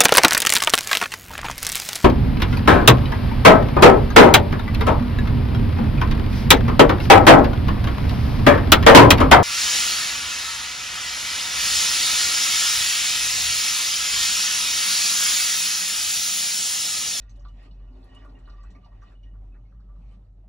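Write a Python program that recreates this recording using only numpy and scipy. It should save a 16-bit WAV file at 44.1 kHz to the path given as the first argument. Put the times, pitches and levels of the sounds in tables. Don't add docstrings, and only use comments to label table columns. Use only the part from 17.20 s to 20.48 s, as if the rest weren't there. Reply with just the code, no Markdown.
import sys
import numpy as np
from scipy import signal
from scipy.fft import rfft, irfft, next_fast_len
from scipy.io import wavfile
from scipy.ndimage import uniform_filter1d, map_coordinates

SR = 44100
rng = np.random.default_rng(int(sys.argv[2]) if len(sys.argv) > 2 else 0)


def gain_from_db(level_db):
    decades = np.asarray(level_db, float) / 20
    return 10 ** decades


def unload_wav(signal):
    wavfile.write(
        sys.argv[1],
        SR,
        np.round(np.clip(np.atleast_2d(signal).T, -1, 1) * 32767).astype(np.int16),
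    )


N = 144648

# time in seconds, level in dB.
WATER_FLOW = [(0, -75), (.22, -77), (.42, -88), (.6, -77), (.78, -77.5), (.87, -72.5), (1.22, -76),
              (1.5, -75.5), (1.76, -84), (1.88, -72.5), (1.99, -85), (2.06, -83.5), (2.2, -89.5),
              (2.36, -84.5), (2.76, -89), (3.28, -90)]
# frequency in Hz, density in dB per Hz.
WATER_COLOUR = [(410, -48), (700, 10), (2320, -4), (2560, -2), (6090, -20), (13000, -75.5)]
# start in seconds, level in dB, pitch in Hz.
PLOP_EVENTS = [(0.2466, -41, 1088), (0.386, -52, 1874), (0.632, -52.5, 1134), (0.929, -48.5, 1058),
               (1.0135, -46.5, 1900), (1.0428, -44, 1075), (1.2711, -41.5, 1207), (1.4344, -45, 1266),
               (1.5484, -46, 1973), (1.716, -50.5, 1000), (1.8182, -43.5, 1178), (1.9144, -52, 1397),
               (2.0313, -55, 2630), (2.1334, -53, 1162), (2.338, -50.5, 1708), (2.5174, -56.5, 1370),
               (2.5888, -58, 1290), (2.686, -57.5, 1205), (2.7537, -58, 1067), (3.235, -55.5, 661),
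               (2.831, -65, 622.3), (1.655, -45.5, 880)]


def unit(x):
    return x / np.sqrt(np.mean(x ** 2) + 1e-20)


def along(points, hz):
    f, v = np.transpose(points)
    return np.interp(np.log(hz + 1), np.log(f + 1), v)


def curve(rows):
    return np.interp(np.arange(N) / SR, *np.transpose(rows))


def wobble(rate):
    knots = rng.standard_normal(int(N * 60 / SR) + 4)
    return map_coordinates(knots, [np.arange(N) * np.clip(rate, 0, 59) / SR])


def filtered(x, response):
    m = next_fast_len(N + SR // 2)
    return irfft(rfft(x, m) * response(np.fft.rfftfreq(m, 1 / SR)), m)[..., :N]


def peak(f, c, w):
    return 1j * f * w / (c * c - f * f + 1j * f * w)


def patchy(depth_db):
    z = signal.stft(rng.standard_normal((2, N)), nperseg=512)[2]
    field = rng.standard_normal(z.shape[1:])
    field = uniform_filter1d(field, size=6, axis=0)
    field = uniform_filter1d(field, size=7, axis=1)
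    noise = signal.istft(z * gain_from_db(depth_db * unit(field)), nperseg=512)[1]
    return unit(noise[:, :N])


def hiss(spectrum, depth_db):
    return unit(filtered(patchy(depth_db), lambda hz: gain_from_db(along(spectrum, hz))))


def bubbles(s, hz, gain, cycles, size):
    t = np.arange(size) / SR
    u = hz[:, None] * t / cycles
    wave = gain[:, None] * np.sin(2 * np.pi * cycles * (u + 0.037 * u * u))
    wave = wave * np.exp(-u) * (1 - np.exp(-6 * u)) * np.hanning(2 * size)[size:]
    at = np.round(s * SR).astype(int)[:, None] + np.arange(size)
    return np.bincount(at.ravel(), wave.ravel(), N + 2 * SR)[:N]


def ports(pair):
    # frequency in Hz, left-right likeness from 0 to 1.
    likeness = [(180, 0.94), (350, 0.76), (700, 0.063), (1500, 0.17), (12000, 0.83)]
    # frequency in Hz, phase by which left leads in radians.
    phase_lead = [(300, 0), (600, -.9), (1380, .3), (3530, 1.3), (4400, 2), (4950, 3.1), (5600, 5.9),
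                  (8000, 7.9), (14000, 8.2)]
    # frequency in Hz, left over right in dB.
    level_tilt = [(300, 0), (670, 2), (1400, -2), (4130, -2), (8000, 0)]
    half = np.array([[.5], [-.5]])

    def spread(hz):
        turn = np.arccos(np.clip(along(likeness, hz), 0, 1)) / 2
        return np.array([np.cos(turn), np.sin(turn)])

    def difference(hz):
        return gain_from_db(half * along(level_tilt, hz)) * np.exp(1j * half * along(phase_lead, hz))

    a, b = filtered(pair, spread)
    return filtered(np.array([a + b, a - b]), difference)


def cabinet_hum():
    # time in seconds, level in dB.
    hum_level = [(0, -40.5), (.15, -40.5), (.46, -45), (.65, -38.5), (.83, -44.5), (.89, -52), (1.1, -42.5),
                 (1.19, -47), (1.25, -42.5), (1.49, -41), (1.64, -50), (1.76, -46.5), (1.89, -49),
                 (2.16, -41), (2.6, -45.5), (2.71, -38.5), (3.06, -48.5), (3.28, -48)]
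    hum_hz, drift_hz, flutter_db = 46.1, 1.474, 1.5
    phase = 2 * np.pi * np.cumsum(hum_hz + drift_hz * wobble(7.6)) / SR
    return np.sqrt(2) * gain_from_db(curve(hum_level) + flutter_db * wobble(9.03)) * np.cos(phase + 0.87)


def front_panel():
    # time in seconds, frequency in Hz, level in dB.
    panel_note = [(0, 101.5, -67), (.08, 105, -54.5), (.36, 99.2, -58), (.62, 103, -59.5),
                  (1.0, 100.3, -56.5), (1.3, 101, -62.5), (1.61, 102.2, -60.5), (1.811, 100.6, -53),
                  (1.949, 102, -67.5), (2.029, 104.6, -58), (2.289, 97.2, -51), (2.35, 101.4, -77),
                  (2.43, 105.8, -55.5), (2.56, 102.3, -65), (3.161, 101, -57.5), (3.28, 102.4, -62)]
    flutter_db = 2
    s, hz, db = np.transpose(panel_note)
    t = np.arange(N) / SR
    phase = 2 * np.pi * np.cumsum(np.interp(t, s, hz)) / SR
    return np.sqrt(2) * gain_from_db(np.interp(t, s, db) + flutter_db * wobble(16)) * np.sin(phase)


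def panel_drone():
    # frequency in Hz, width in Hz, level in dB.
    panel_modes = [(57.1, 5.7, 8.5), (77.6, 32, -11.5), (101, 32, -13.5), (122.9, 15, -3.5),
                   (157.1, 13, -15), (182.6, 11, -11.5)]
    drone_db = -53

    def panels(f):
        return sum((-1) ** k * gain_from_db(db) * peak(f, c, w) ** 2 for k, (c, w, db) in enumerate(panel_modes))

    drone = filtered(rng.standard_normal((2, N)), panels)
    return gain_from_db(drone_db) * ports(drone / np.std(filtered(rng.standard_normal(N), panels)))


def room_air():
    # frequency in Hz, density in dB per Hz.
    air_colour = [(100, -31), (190, -5.5), (330, -32), (600, -21), (1000, -44), (14300, -60.5)]
    air_db = -65
    return gain_from_db(air_db) * ports(hiss(air_colour, depth_db=4.0))


def trickle():
    count, scatter_db = 3000, 4.5
    start_s = rng.random(count) * N / SR
    pitch_hz = 2500 * np.exp(0.698 * rng.standard_normal(count)).clip(.1, 5)
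    gain = gain_from_db(scatter_db * rng.exponential(size=count).clip(0, 4))
    fizz = bubbles(start_s, pitch_hz, gain, cycles=15.0, size=300)
    fizz = filtered(fizz, lambda hz: gain_from_db(7.2 * np.log2(hz / 2500 + 0.033)))
    mix = patchy(depth_db=4.0) + 0.35 * unit(fizz) * np.array([[1], [0]])
    water = filtered(mix, lambda hz: gain_from_db(along(WATER_COLOUR, hz)))
    band = filtered(water[0], lambda hz: (hz > 2100) & (hz < 9000))
    return gain_from_db(curve(WATER_FLOW) + 2.2 * wobble(17)) * water / np.std(band)


def pool():
    # time in seconds, level in dB.
    slosh_level = [(0, -70), (.3, -62.5), (.65, -62), (1.05, -58.5), (1.6, -62), (1.85, -63.5),
                   (2.0, -66.5), (2.25, -62.5), (2.5, -69), (2.75, -64.5), (3.16, -72.5), (3.28, -67.5)]
    # frequency in Hz, width in Hz, level in dB.
    air_modes = [(260.2, 25.3, 3), (299, 74, -5.5), (364.6, 19.6, -1.5), (429, 34.5, -9), (587.7, 56, -7.5),
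                 (776, 126, -11.5), (1000, 292, -17.5)]
    lump_db = 2

    def hollow(f):
        return sum((-1) ** k * gain_from_db(db) * peak(f, c, w) for k, (c, w, db) in enumerate(air_modes))

    gurgle = unit(filtered(patchy(depth_db=1.0), hollow))
    return gain_from_db(curve(slosh_level) + lump_db * wobble(13)) * gurgle


def drum(x):
    # frequency in Hz, width in Hz, level in dB.
    drum_modes = [(1174, 32, 1), (1423, 17, -12), (1884, 56, -5), (2590, 51, -11.5), (2923, 43, -4.5)]
    narrowing, ring_db, wander_db = 0.62, 16, -5.5
    first_db = along(WATER_COLOUR, drum_modes[0][0])
    out = 0
    for c, w, db in drum_modes:
        gain = gain_from_db(ring_db + db - along(WATER_COLOUR, c) + first_db)
        drive = x * gain_from_db(wander_db * wobble(8.57))
        out = out + filtered(drive, lambda f: gain * peak(f, c, narrowing * w))
    return out


def door(x):
    # frequency in Hz, width in Hz, gain in dB.
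    glass_modes = [(3653, 29, 8), (4108, 85, 7), (4460, 60, 9), (4890, 97, 9), (5300, 17, 5.5),
                   (5760, 110, 7), (6290, 32, 9.5), (6710, 40, 4), (7340, 69, 10), (7800, 15, 10.5),
                   (8030, 68, 11), (9700, 160, 8.5), (10240, 96, 15), (12300, 90, 14)]
    return filtered(x, lambda f: 0.7 + sum(gain_from_db(db) * peak(f, c, w) for c, w, db in glass_modes))


def dying(s, db, decay_s):
    t = np.arange(N) / SR
    rise_s = .004
    return gain_from_db(db) * np.clip((t - s) / rise_s, 0, 1) * np.exp(-np.abs(t - s) / decay_s)


def spatter():
    # start in seconds, level in dB, decay in seconds.
    tick_events = [(.015, -66, 0.015), (.092, -65.5, .02), (0.156, -64.5, 0.0063), (.28, -65.5, 0.014),
                   (0.42, -81, 0.007), (0.456, -83, 0.013), (0.503, -84, 0.017), (0.839, -75, 0.04),
                   (0.942, -65, 0.011), (1.042, -71.5, 0.015), (1.185, -69.5, 0.0073),
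                   (1.295, -63.5, 0.0078), (1.431, -73, .015), (1.502, -67.5, 0.0155), (1.642, -72, 0.0099),
                   (2.028, -71.5, 0.0096), (2.925, -79, 0.0067)]
    # frequency in Hz, density in dB per Hz.
    tick_colour = [(1500, -7.5), (3000, 11), (6000, 3.5), (8500, -13.5), (10500, -19), (12500, -13),
                   (15000, -24.5)]
    return sum(dying(*row) for row in tick_events) * hiss(tick_colour, depth_db=3)


def sheets():
    # end in seconds, level in dB, build-up in seconds.
    sheet_events = [(.02, -79, 0.066), (0.298, -66, 0.045), (0.468, -56.5, .11), (.56, -71, 0.038),
                    (0.899, -65, 0.15), (1.0, -63, 0.093), (1.1, -68.5, 0.028), (1.33, -67, 0.064),
                    (1.689, -71, 0.082), (1.928, -63, .13), (2.08, -73, 0.035), (2.289, -77, .04),
                    (2.948, -64.5, 0.16)]
    # frequency in Hz, density in dB per Hz.
    sheet_colour = [(900, 4.5), (1800, -7), (2600, -1), (4500, -18), (8000, -26.5), (13000, -51)]
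    stop_s, lump_db = .022, 1.5
    t = np.arange(N) / SR
    swell = 0
    for s, db, rise in sheet_events:
        fall = np.where(t < s, np.abs((s - t) / rise) ** 3, (t - s) / stop_s)
        swell = swell + gain_from_db(db) * np.exp(-fall)
    return swell * gain_from_db(lump_db * wobble(27.89)) * hiss(sheet_colour, depth_db=3)


def slaps():
    # frequency in Hz, density in dB per Hz.
    slap_colour = [(300, -18.5), (600, 12), (1300, 1), (2200, -8.5), (3500, -18.5), (7000, -35.5)]
    slap_db, decay_s = -15, 0.04
    envelope = sum(dying(s, db + slap_db, decay_s) for s, db, _ in PLOP_EVENTS)
    return envelope * hiss(slap_colour, depth_db=3)


def burst(rows, cycles, length_s, db, count):
    fade_db, late_start, spread = 3.5, .2, .3
    s, level_db, hz = np.transpose(rows)[:, :, None]
    draw = rng.random((len(rows), 5, count))
    late = -np.log(1 - draw[:, 0]) + late_start * draw[:, 4]
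    pitch = np.minimum(hz * np.exp(spread * (draw[:, 1] + draw[:, 3] - 1)), SR / 3)
    gain = gain_from_db(level_db + db - fade_db * late - 6.7 * draw[:, 2])
    return bubbles((s + late * length_s).ravel(), pitch.ravel(), gain.ravel(), cycles, size=800)


def splashes():
    # start in seconds, level in dB, pitch in Hz.
    spray_events = [(0.0258, -82, 3860), (0.0918, -59.5, 6170), (0.192, -60, 5730), (0.2445, -56.5, 3710),
                    (0.4284, -68, 4130), (0.5083, -59.5, 4030), (0.8235, -59, 3830), (1.0894, -63, 3890),
                    (1.2538, -60.5, 3720), (1.295, -55, 4328), (1.5482, -65.5, 4660), (1.6442, -60.5, 4330),
                    (1.8138, -63, 5710), (2.0324, -74, 4140), (2.6002, -71.5, 4150)]
    # start in seconds, level in dB, pitch in Hz.
    spit_events = [
        (0.1584, -59.5, 7340),
        (0.4249, -59, 8300),
        (0.841, -57, 10500),
        (0.947, -53, 7300),
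        (1.0494, -61.5, 7400),
        (1.1862, -62, 7280),
        (1.4306, -55.5, 6680),
        (1.503, -54, 6570),
        (2.9164, -65, 7790),
    ]
    hits = burst(spray_events, cycles=14, length_s=.016, db=-7, count=60)
    hits = hits + burst(spit_events, cycles=16, length_s=.01, db=-15.5, count=50)
    return hits + burst(PLOP_EVENTS, cycles=13, length_s=.018, db=-6.0, count=30)


def drips():
    # start in seconds, level in dB.
    drip_events = [(0.079, -57.5), (0.092, -55.5), (0.174, -48), (0.287, -53.5), (0.468, -52.5),
                   (0.506, -55), (0.959, -50), (0.969, -59), (1.151, -51), (1.328, -47), (1.459, -52),
                   (1.552, -47.5), (1.64, -55), (1.951, -56), (2.067, -60), (2.321, -59), (2.359, -57.5),
                   (2.451, -64.5), (0.334, -50), (0.707, -43.5), (1.046, -47), (1.14, -49.5), (2.03, -67.5),
                   (2.7, -55.5), (1.99, -62), (2.11, -64.5), (1.405, -57), (1.632, -49.5), (1.58, -45),
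                   (2.64, -46), (1.695, -58.5), (2.911, -61)]
    drip_pitch = [1906, 6300, 579, 2933, 1218, 2920, 2896, 1890, 2820, 1172, 1920, 1185, 2910, 2920, 2915,
                  2580, 1198, 2166, 245, 259.5, 260, 262, 5760, 1180, 2923, 2923, 4890, 1174, 186, 186,
                  1884, 3050]
    rise_s, t60_s, drip_db, low_linger = 0.0032, 0.14, -3.5, .3
    out = np.zeros(N + SR)
    t = np.arange(SR // 3) / SR
    for (s, db), hz in zip(drip_events, drip_pitch):
        u = t * (hz / 2000) ** low_linger
        envelope = gain_from_db(db + drip_db - 60 * u / t60_s) * (1 - np.exp(-u / rise_s))
        out[round(s * SR):][:len(t)] += envelope * np.sin(2 * np.pi * hz * t)
    return out[:N]


def room(x):
    # frequency in Hz, reverberation time T60 in seconds.
    decay_time = [(1000, 0.16), (9000, 0.088)]
    hz, t, z = signal.stft(rng.standard_normal((2, SR // 3)), SR, nperseg=256)
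    tail = signal.istft(z * gain_from_db(-60 * t / along(decay_time, hz)[:, None]), SR, nperseg=256)[1]
    delayed = np.pad(x, (200, 0))[None]
    return signal.fftconvolve(delayed, tail / np.linalg.norm(tail[0]), axes=1)[:, :N]


def motor_whine():
    # time in seconds, level in dB.
    whine_level = [
        (1.8, -94),
        (2.8, -81),
        (3.05, -84.5),
        (3.2, -94),
    ]
    whine_hz = 1290
    t = np.arange(N) / SR
    level = gain_from_db(curve(whine_level) + 2.4 * wobble(10.02))
    return level * np.sin(2 * np.pi * whine_hz * t + 2.4 * wobble(3.0))


def scene():
    room_db, hits_ring, sheets_ring = -16.5, .25, .5
    steady_ring_db, ring_growth = -4, .7
    stream = trickle()
    washes = sheets() + slaps() + spatter()
    hits = splashes()
    struck = door(hits) + hits_ring * drum(hits + sheets_ring * washes[0]) + drips()
    shared, apart = gain_from_db(room_db) * room(struck)
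    growth_db = ring_growth * (curve(WATER_FLOW) - WATER_FLOW[0][1])
    ring = drum(stream[0] * gain_from_db(steady_ring_db + growth_db))
    water = door(stream + washes) + pool() + np.array([struck + shared + ring, 2.0 * apart])
    machine = cabinet_hum() + front_panel() + motor_whine() + panel_drone() + room_air()
    return ports(water) + machine


def top_cut(x):
    return signal.sosfilt(signal.butter(12, 14440, fs=SR, output="sos"), x)


def record(dry):
    mid_top_hz, mono_hz = 12380, 130
    mid = filtered(dry[0] + dry[1], lambda hz: .5 * (hz < mid_top_hz))
    side = filtered(dry[0] - dry[1], lambda hz: .5 / (1 + (mono_hz / (hz + 1)) ** 4))
    return top_cut(np.array([mid + side, mid - side]))


dry = scene()
out = record(dry)
unload_wav(out)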